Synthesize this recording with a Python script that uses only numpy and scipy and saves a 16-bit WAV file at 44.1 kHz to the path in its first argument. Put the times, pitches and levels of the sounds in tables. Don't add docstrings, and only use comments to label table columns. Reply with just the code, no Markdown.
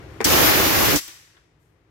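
import sys
import numpy as np
from scipy import signal
from scipy.fft import rfft, irfft
from scipy.io import wavfile
from scipy.ndimage import uniform_filter1d

SR = 44100
rng = np.random.default_rng(int(sys.argv[2]) if len(sys.argv) > 2 else 0)


def master_out(mix):
    frames = np.transpose(np.atleast_2d(mix))
    ceiling = np.clip(frames, -1, 1)
    pcm = np.round(ceiling * 32767).astype(np.int16)
    wavfile.write(sys.argv[1], SR, pcm)


N = 83790
TIME = np.arange(N) / SR
FREQS = np.maximum(np.fft.rfftfreq(N, 1 / SR), 1)


def from_db(db):
    return 10 ** (np.asarray(db) / 20)


def at_hz(table, hz, column=1):
    table = np.array(table)
    return np.interp(np.log(hz), np.log(table[:, 0]), table[:, column])


UNEVEN_DB, UNEVEN_WIDTH_HZ = 0.9, 55


def air(table, alike_hz=1):
    white = rfft(rng.standard_normal((3, N)))
    share = 1 / (1 + (FREQS / alike_hz) ** 2)
    mixed = np.sqrt(1 - share) * white[:2] + np.sqrt(share) * white[2]
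    colour = from_db([at_hz(table, FREQS, column=1), at_hz(table, FREQS, column=2)])
    uneven = np.interp(FREQS / UNEVEN_WIDTH_HZ, np.arange(1000), rng.standard_normal(1000))
    uneven = uneven * FREQS / (FREQS + 2000)
    colour = colour * from_db(UNEVEN_DB * uneven)
    colour = colour / np.sqrt(1 + (20 / FREQS) ** 4)
    return irfft(mixed * colour, N) * np.sqrt(SR / 2)


def drift(rate_hz):
    slow = irfft(rfft(rng.standard_normal((2, N))) / (1 + (FREQS / rate_hz) ** 2), N)
    return slow / slow.std()


def low_pass(x, hz):
    return signal.sosfilt(signal.butter(2, min(hz, SR / 2 - 1000), fs=SR, output="sos"), x)


def swell(start, rise, hold, t60):
    age = TIME - start
    fade_db = -60 * np.maximum(age - rise - hold, 0) / t60
    return np.clip(age / rise, 0, 1) * from_db(fade_db)


def swells(rows):
    return sum(from_db(db) * swell(start, rise, hold, t60) for start, db, rise, hold, t60 in rows)


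def pan(db):
    return from_db([[db], [-db]])


# frequency in Hz, left and right level in dB per Hz before SHOP_DB.
SHOP_SPECTRUM = [(25, -83, -85), (58, -61.5, -65), (110, -63, -64), (156, -65.5, -66), (210, -79.5, -78.5),
                 (324, -67.5, -68), (520, -76, -78), (750, -79, -81.5), (1860, -80, -90.5),
                 (3200, -88, -97.5), (6300, -100, -96), (9500, -104, -119), (13500, -106, -112),
                 (15500, -114, -116)]
SHOP_ALIKE_HZ, SHOP_DB = 604, -0.5
# start in seconds, level in dB, rise, hold and 60 dB fade in seconds.
RUSTLE_TIMES = [(0.074, -14.5, 0.032, .07, .4), (1.58, -1.5, 0.037, 0.041, 0.56)]
# frequency in Hz, left and right dB per Hz before the level of each rustle.
RUSTLE_SPECTRUM = [(1998, -110, -115), (5035, -92.5, -102), (8000, -88, -102), (10000, -92, -112),
                   (13500, -90.5, -94), (15500, -104, -106)]
# start in seconds, level in dB.
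TOUCH_TIMES = [(1.345, -4), (1.366, -1)]
# frequency in Hz, left and right dB per Hz before the level of each touch.
TOUCH_SPECTRUM = [(300, -74, -87), (1100, -67.5, -73), (1450, -61, -70), (1620, -62, -67), (1850, -65, -71),
                  (2300, -76, -79), (3600, -69.5, -78), (7000, -105, -99)]


def workshop():
    rumble = from_db(SHOP_DB) * air(SHOP_SPECTRUM, SHOP_ALIKE_HZ)
    rustles = swells(RUSTLE_TIMES) * air(RUSTLE_SPECTRUM)
    touch_level = sum(from_db(db) * swell(start, rise=0.003, hold=0, t60=0.16) for start, db in TOUCH_TIMES)
    return rumble + rustles + touch_level * air(TOUCH_SPECTRUM)


# frequency in Hz, level in dB before each knock's own, 60 dB fade in seconds, pan to the left in dB.
BODY_MODES = [(353, -8, 0.071, 1), (451, 1, .18, 2), (800, -6.5, 0.078, 5.5), (1000, -9.5, .03, 3),
              (1565, -3.5, .03, 5.5), (1865, -5, .03, 8), (2180, 4, .01, 4.5), (2579, -8, .025, 3.5),
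              (3493, -17.5, .03, 5.5)]


def body_ring(start):
    age = np.maximum(TIME - start, 0)
    ring = 0
    for k, (hz, db, t60, pan_db) in enumerate(BODY_MODES):
        gain = from_db(db + rng.normal(0, 1, (2, 1))) * pan(pan_db)
        phase = rng.normal(0, 0.41, (2, 1))
        wave = np.sin(2 * np.pi * hz * age + phase) * (-1) ** k
        ring = ring + gain * swell(start, rise=0.0003, hold=0, t60=t60) * wave
    return ring


# start in seconds, level in dB, contact cut-off in Hz.
SPOOL_KNOCKS = [(0.2043, -22.5, 2700), (0.2118, -28, 7170)]
# frequency in Hz, left and right dB per Hz.
THUD_SPECTRUM = [(150, -62.5, -71), (295, -48.5, -49.5), (420, -49, -48), (646, -56, -61),
                 (1315, -57, -61.5), (2320, -58, -64.5), (3200, -74, -76.5), (7000, -88, -91)]
CRACK_DB, CRACK_T60_S, CRACK_PAN_DB = 3, 0.023, 4.5


def knock():
    first_start = SPOOL_KNOCKS[0][0]
    out = air(THUD_SPECTRUM) * swell(first_start, rise=0.002, hold=0, t60=0.12)
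    for start, db, contact_hz in SPOOL_KNOCKS:
        burst = rng.standard_normal((2, N)) * swell(start, rise=0.00024, hold=0, t60=CRACK_T60_S)
        crack = from_db(CRACK_DB) * pan(CRACK_PAN_DB) * burst
        out = out + from_db(db) * low_pass(crack + body_ring(start), contact_hz)
    return out


# frequency in Hz, 60 dB fade in seconds, relative strength in dB.
ROOM_BANDS = [(200, .5, -4), (750, 1, -2), (1900, 0.94, 2), (3302, 0.84, 0.5), (5500, 0.73, 1),
              (8900, .67, 2), (15000, 0.5, 0.5)]


def room(x):
    edges = np.geomspace(60, 18000, 21)
    white = rfft(rng.standard_normal((2, N))) * from_db(at_hz(ROOM_BANDS, FREQS, column=2))
    tail = 0
    for low, high in zip(edges, edges[1:]):
        band = irfft(white * (FREQS >= low) * (FREQS < high), N)
        t60 = at_hz(ROOM_BANDS, np.sqrt(low * high))
        tail = tail + band * swell(0.003, rise=0.002, hold=0, t60=t60)
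    tail = tail / np.sqrt(np.sum(tail ** 2, axis=1, keepdims=True))
    return signal.fftconvolve(x, tail, axes=1)[:, :N]


OPEN_S, SHUT_S, OPEN_RAMP_S, SHUT_RAMP_S = 0.2425, 0.99, 0.004, 0.016


def opening():
    opened = np.clip((TIME - OPEN_S) / OPEN_RAMP_S, 0, 1)
    shut = np.clip((TIME - SHUT_S) / SHUT_RAMP_S, 0, 1)
    return opened * (1 - shut)


# frequency in Hz, left and right dB per Hz before HISS_DB.
HISS_SPECTRUM = [(200, -54.5, -57.5), (700, -49.5, -58), (1300, -44, -49.5), (1980, -41, -48.5),
                 (3010, -41.5, -45), (4100, -41, -46.5), (5900, -42.5, -39), (7100, -42.5, -47.5),
                 (9100, -47, -62.5), (11000, -38.5, -59), (13500, -43.5, -52.5), (15630, -49, -54)]
HISS_DB = -1.5
# start in seconds, level in dB, rise, hold and 60 dB fade in seconds.
SPIT_TIMES = [(0.2424, -2.5, 0.0023, 0.0088, 0.043), (0.953, -2.5, 0.0087, 0.0059, 0.081)]
# frequency in Hz, left and right dB per Hz before the level of each spit.
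SPIT_SPECTRUM = [(1000, -49, -45), (3294, -37.5, -48), (4060, -37, -47.5), (4960, -30, -32.5),
                 (5400, -34, -32), (6000, -29, -27), (6700, -39, -36), (7860, -32, -32.5), (9160, -38, -58),
                 (11400, -44, -54.5), (15400, -35, -36)]


def jet():
    hiss = from_db(HISS_DB) * opening() * air(HISS_SPECTRUM)
    return hiss + swells(SPIT_TIMES) * air(SPIT_SPECTRUM)


CHURN_DB, CHURN_HZ = 1.0, 14


def churn(x):
    spectrum = rfft(x)
    octave = np.round(np.log2(np.clip(FREQS, 500, 8000) / 500))
    out = 0
    for k in np.unique(octave):
        band = irfft(spectrum * (octave == k), N)
        out = out + band * from_db(CHURN_DB * drift(CHURN_HZ))
    return out


# frequency in Hz, left and right dB per Hz before the stream's strength.
BUFFET_SPECTRUM = [(25.3, -46.5, -52.5), (64.7, -32, -27), (140.5, -31, -29), (240, -33.5, -32),
                   (304, -26.5, -24), (385, -28.5, -28.5), (459, -33, -29), (700, -32, -33),
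                   (2020, -35.5, -35), (4160, -40.5, -40), (6140, -43, -41), (7040, -46.5, -43),
                   (7800, -50, -48.5), (8650, -60, -54), (9500, -45.5, -56.5), (10200, -46, -48.5),
                   (11240, -43.5, -46), (13640, -37, -38), (15800, -44, -43.5)]
# time in seconds, left and right level in dB.
STREAM_STRENGTH = [(.243, -27, -20), (.252, -13, -6), (.264, -7, -1), (.282, -5, -4.5), (.335, -0.5, 1.5),
                   (0.385, 0, 0), (.435, 0, 1.5), (.461, 5.5, 0.5), (.477, 4, 2.5), (.494, 6, 4),
                   (0.53, 3, 3), (.58, 3.5, 3.5), (.68, 1.1, 1.8), (.83, 1.5, 1), (.885, 1.5, 1.7),
                   (.935, 0.5, 0), (.968, -5, -5), (.98, -19, -21), (1.0, -42, -46), (1.04, -77, -77)]
FLUTTER_DB, FLUTTER_HZ = 0.3, 60
EDDY_DB, EDDY_HZ, EDDY_TOP_HZ = 1.5, 54, 550
LOW_FOLLOWS = 0.63


def buffet():
    times, *sides = np.transpose(STREAM_STRENGTH)
    stream_db = np.array([np.interp(TIME, times, db) for db in sides])
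    stream_db = stream_db + FLUTTER_DB * drift(FLUTTER_HZ)
    roar = air(BUFFET_SPECTRUM)
    low = irfft(rfft(roar) / (1 + (FREQS / EDDY_TOP_HZ) ** 4), N)
    top = from_db(stream_db) * churn(roar - low)
    eddies = from_db(LOW_FOLLOWS * stream_db + EDDY_DB * drift(EDDY_HZ))
    flowing = (TIME > times[0]) * (TIME < times[-1])
    return (top + eddies * low) * flowing


# start in seconds, level in dB, rise, hold and 60 dB fade in seconds.
GUST_TIMES = [(.248, -6, .006, .012, .06), (0.913, -0.5, 0.019, 0.037, 0.037)]
# frequency in Hz, left and right dB per Hz before the level of each gust.
GUST_SPECTRUM = [(30, -39, -45.5), (70, -29.5, -29.5), (132, -29.5, -26), (221, -28, -43),
                 (300, -19.5, -15.5), (356, -39.5, -42.5), (480, -28.5, -31.5), (800, -51.5, -56),
                 (3000, -90, -89.5)]


def gusts():
    return air(GUST_SPECTRUM) * swells(GUST_TIMES) * opening()


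# frequency in Hz, left and right dB per Hz.
CLACK_SPECTRUM = [(150, -81, -76), (350, -50, -49), (700, -61.5, -62), (1410, -57, -62), (2010, -49.5, -60),
                  (2700, -55, -66), (3800, -53, -56), (7000, -79, -72)]
CLICK_S, CLICK_DB, CLICK_T60_S, CLICK_PAN_DB = 1.079, -13, 0.02, 6
CLACK_T60_S = 0.13


def lever_click():
    burst = rng.standard_normal((2, N)) * swell(CLICK_S, rise=0.00029, hold=0, t60=CLICK_T60_S)
    tick = from_db(CLICK_DB) * pan(CLICK_PAN_DB) * burst
    clack = air(CLACK_SPECTRUM) * swell(CLICK_S, rise=0.002, hold=0, t60=CLACK_T60_S)
    return tick + clack


ROOM_DB, KNOCK_ROOM_DB = -13, -7


def scene():
    hiss = jet()
    hits = knock() + lever_click()
    echoes = room(from_db(ROOM_DB) * hiss + from_db(KNOCK_ROOM_DB) * hits)
    return workshop() + hits + hiss + echoes + buffet() + gusts()


CEILING_DB, DETECTOR_S, RECOVER_DB_PER_S = -13, 0.011, 2.5
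CUTOFF_HZ = 15750


def record(dry):
    power = uniform_filter1d(np.mean(dry ** 2, axis=0), max(int(DETECTOR_S * SR), 2))
    over_db = np.maximum(10 * np.log10(np.maximum(power, 1e-12)) - CEILING_DB, 0)
    recovered_db = RECOVER_DB_PER_S * TIME
    duck_db = np.maximum.accumulate(over_db + recovered_db) - recovered_db
    ducked = dry * from_db(-duck_db)
    top = 1 / np.sqrt(1 + (np.fft.rfftfreq(2 * N, 1 / SR) / CUTOFF_HZ) ** 240)
    return irfft(rfft(ducked, 2 * N) * top)[:, :N]


dry = scene()
out = record(dry)
master_out(out)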